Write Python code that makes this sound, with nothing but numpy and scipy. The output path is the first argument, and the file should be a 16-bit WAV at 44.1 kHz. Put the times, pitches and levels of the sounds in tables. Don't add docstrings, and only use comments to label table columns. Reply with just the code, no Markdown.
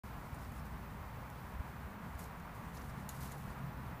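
import sys
import numpy as np
from scipy import signal
from scipy.fft import rfft, irfft
from scipy.io import wavfile

SR = 44100
rng = np.random.default_rng(int(sys.argv[2]) if len(sys.argv) > 2 else 0)


def int16_out(signal):
    q = np.round(np.clip(np.atleast_2d(signal).T, -1, 1) * 32767)
    wavfile.write(sys.argv[1], SR, q.astype(np.int16))


N = 176400
TIME_S = np.arange(N) / SR


def amp(db):
    return 10 ** (np.asarray(db) / 20)


def unit_rms(x):
    return x / np.sqrt(np.mean(x ** 2) + 1e-20)


def curve(points):
    return np.interp(TIME_S, *np.transpose(points))


def bin_gains(spectrum, size):
    hz, db = np.transpose(spectrum)
    return amp(np.interp(np.log(np.fft.rfftfreq(size, 1 / SR) + 1), np.log(hz), db))


def coloured(x, spectrum):
    return unit_rms(irfft(rfft(x) * bin_gains(spectrum, N), N))


def drift(rate_hz):
    hz = np.fft.rfftfreq(N, 1 / SR)
    return unit_rms(irfft(rfft(rng.standard_normal(N)) * (hz > 0) / (1 + (hz / rate_hz) ** 4), N))


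def noise_bed(spectrum, levels, waver_db, waver_hz):
    return coloured(rng.standard_normal(N), spectrum) * amp(curve(levels) + waver_db * drift(waver_hz))


# (frequency [Hz], relative density [dB])
CRACK_SPECTRUM = [(1200, -26), (2600, -13), (3600, 0), (5000, -5.5), (7000, -1.5), (10000, 0), (12700, 3),
                  (15000, -5)]


def stalk_crack(size, advance_s):
    crossing_s, reference_hz = .0008, 7000
    hz = np.fft.rfftfreq(size, 1 / SR)
    lag_cycles = 2 * crossing_s * np.sqrt(reference_hz * hz) - advance_s * hz
    chirp = irfft(bin_gains(CRACK_SPECTRUM, size) * np.exp(-2j * np.pi * lag_cycles))
    first_half = np.arange(size) < size / 2
    return amp(9.5) * unit_rms(chirp) / np.sqrt(size) * first_half


# (time [s], level [dB], ring [Hz], relative ring level [dB], ring decay [s])
SNAPS = [(.3455, -48, 9100, 0, .0005), (.5203, -51, 5500, -6, .0004), (.594, -60, 5300, 8, .003),
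         (.6523, -53, 11000, -6, .0004), (1.3006, -48.5, 7300, -9, .0004), (2.152, -53, 5000, -6, .0003),
         (2.1926, -40, 11500, 6, 0.00053), (2.196, -56, 6550, 6, .002), (2.2173, -51, 12500, -6, .0003),
         (2.2405, -49, 11000, -6, .0003), (2.399, -53, 7000, -8, .0003), (2.7516, -53, 9000, -3, .0003),
         (2.7716, -47, 5000, 12, 0.00084), (2.775, -47.5, 6000, 10, 0.00064),
         (3.0906, -30.5, 6900, -7, .0003), (3.211, -48, 4500, 0, .0004), (3.3135, -50, 6500, -2, .0005),
         (3.3196, -41.5, 9600, -8, .0002), (3.3223, -47, 10000, -6, .0003), (3.3816, -50, 6000, -3, .0004),
         (3.4596, -61, 8000, -6, .0003), (3.5025, -54, 6000, -4, .0003)]
# (frequency [Hz], level re snap [dB], t60 [s])
LITTER_MODES = [(3910, -33, .05), (6500, -26, 0.066), (6700, -23, 0.048), (6920, -21.5, .06),
                (7250, -20, .05), (9400, -30, .05), (10030, -31, .04), (13300, -27, .04)]


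def snaps():
    size, first_arrival_s = 8192, 0.000402
    ground_db, ground_decay_s = -2, 0.0068
    bush_db, bush_decay_s = -14, 0.033
    t, out = np.arange(size) / SR, np.zeros(N)
    crack = stalk_crack(size, advance_s=first_arrival_s)
    for time_s, level_db, ring_hz, ring_db, ring_decay_s in SNAPS:
        ring = amp(ring_db) * np.sin(2 * np.pi * ring_hz * t) * np.exp(-t / ring_decay_s)
        direct = (crack + ring) / np.sqrt(1 + amp(ring_db) ** 2)
        taps = rng.choice([-1, 1], size)
        ground = amp(ground_db) * unit_rms(taps * np.exp(-t / ground_decay_s))
        bushes = amp(bush_db) * unit_rms(taps[::-1] * np.exp(-t / bush_decay_s))
        echoes = signal.fftconvolve(direct, ground + bushes)[:size] / np.sqrt(size)
        litter = sum(amp(db - 60 * t / t60_s) * np.sin(2 * np.pi * (hz * t + rng.random()))
                     for hz, db, t60_s in LITTER_MODES)
        start = round((time_s + first_arrival_s) * SR)
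        out[start:start + size] += amp(level_db) * (direct + echoes + litter)[:N - start]
    return out


# (start [s], rise [s], fall [s], level [dB])
STROKES = [(.34, .08, .12, -65), (.53, .05, .04, -66), (.64, .015, 0.036, -64), (2.17, .03, 0.066, -56),
           (2.21, .03, 0.065, -60.5), (2.53, 0.021, 0.054, -65), (2.725, 0.03, .06, -60),
           (2.77, .05, 0.12, -63.5), (2.875, .02, .03, -63), (2.96, .025, .1, -66), (3.09, .012, .04, -55),
           (3.10, 0.055, 0.13, -58.5), (3.19, 0.042, 0.11, -53), (3.29, .03, 0.37, -64)]
# (frequency [Hz], relative density [dB])
LEAF_SPECTRUM = [(1200, -25), (2500, -7), (4300, -2.5), (6500, -2.5), (9000, -1.5), (12500, -1.5),
                 (15000, -2.5)]


def rustle():
    crackles_per_s, spread_db, decay_s, bands = 1500, 3.5, 0.00037, 12
    power = sum((amp(db) * np.interp(TIME_S, [s, s + rise_s, s + rise_s + fall_s], [0, 1, 0])) ** 2
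                for s, rise_s, fall_s, db in STROKES)
    t, grains = np.arange(128) / SR, np.zeros(N)
    for hz in np.linspace(3000, 14500, bands):
        hits = rng.random(N) < crackles_per_s / bands / SR
        strength = amp(spread_db * np.minimum(rng.exponential(1, N), 4))
        ping = np.sin(2 * np.pi * hz * t) * np.exp(-t / decay_s)
        grains += signal.oaconvolve(hits * strength, ping)[:N]
    crackle = amp(-5) * coloured(grains, LEAF_SPECTRUM)
    swish = amp(-2.5) * coloured(rng.standard_normal(N), LEAF_SPECTRUM)
    return np.sqrt(power) * (crackle + swish)


# (time [s], firing rate [Hz], fundamental rms [dB], octave rms [dB])
DRONE = [(0, 57.74, -71, -66), (.35, 55.96, -55, -68), (.78, 56.66, -53, -67), (1.1, 60.03, -60.5, -54),
         (2.4, 63.84, -68, -74), (2.9, 69, -55, -59.5), (3.3, 67.86, -53, -51.5), (3.52, 67.73, -69, -59.5),
         (3.66, 66.5, -59, -49), (3.78, 66, -56, -53.5), (4, 64.6, -57, -56)]


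def engine_drone():
    firing_hz, fundamental_db, octave_db = (curve(np.array(DRONE)[:, [0, k]]) for k in (1, 2, 3))
    phase = 2 * np.pi * np.cumsum(firing_hz * (1 + 0.019 * drift(7.4))) / SR
    fundamental = amp(fundamental_db + 1.1 * drift(8.4)) * np.sin(phase)
    octave = amp(octave_db + drift(7.6)) * np.sin(2 * phase)
    return np.sqrt(2) * (fundamental + octave)


def machine_hum():
    rms_db = -73 + 2.3 * drift(7.8)
    hz = 383.7 * (1 + 0.0099 * drift(11.9))
    return np.sqrt(2) * amp(rms_db) * np.sin(2 * np.pi * np.cumsum(hz) / SR)


# (frequency [Hz], relative density [dB])
TYRE_SPECTRUM = [(100, -9), (300, -4), (345, -8), (430, -4), (560, -5), (740, -2), (930, 0), (1100, -1),
                 (1350, -4.5), (1900, -9), (2500, -15), (3200, -23), (5000, -32), (9000, -45), (15000, -33)]
# (time [s], level [dB])
TYRE_LEVELS = [(0, -53), (1.2, -53), (2.4, -52.5), (3.3, -52), (4, -52)]
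# (frequency [Hz], relative density [dB])
ROAR_SPECTRUM = [(60, -15), (100, -2), (128, 0), (165, -1), (215, -3.5), (260, -9), (330, -24),
                 (600, -48.5)]
# (time [s], level [dB])
ROAR_LEVELS = [(0, -51.5), (.7, -51.5), (1.3, -52.5), (2.45, -52), (3.1, -50), (3.5, -50.5), (3.95, -49)]


def traffic():
    tyres = noise_bed(TYRE_SPECTRUM, TYRE_LEVELS, waver_db=0.58, waver_hz=13)
    engines = noise_bed(ROAR_SPECTRUM, ROAR_LEVELS, waver_db=1.0, waver_hz=11.4)
    return tyres + engines


# (frequency [Hz], relative density [dB])
RUMBLE_SPECTRUM = [(15, -32), (29, -17), (38, -9), (50, 2.5), (68, 4.5), (92, -1), (120, -14), (200, -36.5)]
# (time [s], level [dB])
RUMBLE_LEVELS = [(0, -52), (.5, -53), (.95, -54.5), (1.4, -54), (1.56, -54.5), (1.76, -55.5), (2.14, -55.5),
                 (2.35, -56.5), (2.65, -53.5), (3.4, -54.5), (4, -55.5)]
# (centre time [s], level [dB], frequency [Hz], half length [s])
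BUFFETS = [(.333, -43, 81, 0.0087), (0.494, -42.5, 80.6, 0.021), (0.747, -43, 58, 0.023),
           (1.014, -46.5, 65, 0.015), (1.56, -41, 60, 0.019), (1.603, -33.5, 66.3, 0.01),
           (1.852, -44, 74, .025), (2.157, -41.5, 65, .016), (2.497, -49.5, 65, 0.013)]


def air():
    out = noise_bed(RUMBLE_SPECTRUM, RUMBLE_LEVELS, waver_db=1.12, waver_hz=14.6)
    for centre_s, db, hz, half_s in BUFFETS:
        t = TIME_S - centre_s
        envelope = amp(db) / (1 + (t / half_s) ** 2) ** 2
        out += np.sqrt(2) * envelope * np.sin(2 * np.pi * hz * t)
    return out


def scene():
    bird = snaps() + rustle()
    return (bird + engine_drone() + machine_hum() + traffic() + air())[None]


# (frequency [Hz], relative density [dB])
HISS_SPECTRUM = [(1000, 0), (4000, 0), (8000, -15.5), (11000, -7), (13500, 0), (15200, 5.5)]
# (time [s], level [dB])
HISS_LEVELS = [(0, -64.5), (1.3, -63.5), (2, -65), (3, -66), (4, -63)]


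def record(dry):
    switch_on_s, cutoff_hz = .0355, 15400
    hiss = noise_bed(HISS_SPECTRUM, HISS_LEVELS, waver_db=0.5, waver_hz=18)
    live = (dry + hiss) * (TIME_S > switch_on_s)
    lowpass = signal.firwin(511, cutoff_hz, window=("kaiser", 9), fs=SR)
    return signal.oaconvolve(live, lowpass[None], "same")


dry = scene()
out = record(dry)
int16_out(out)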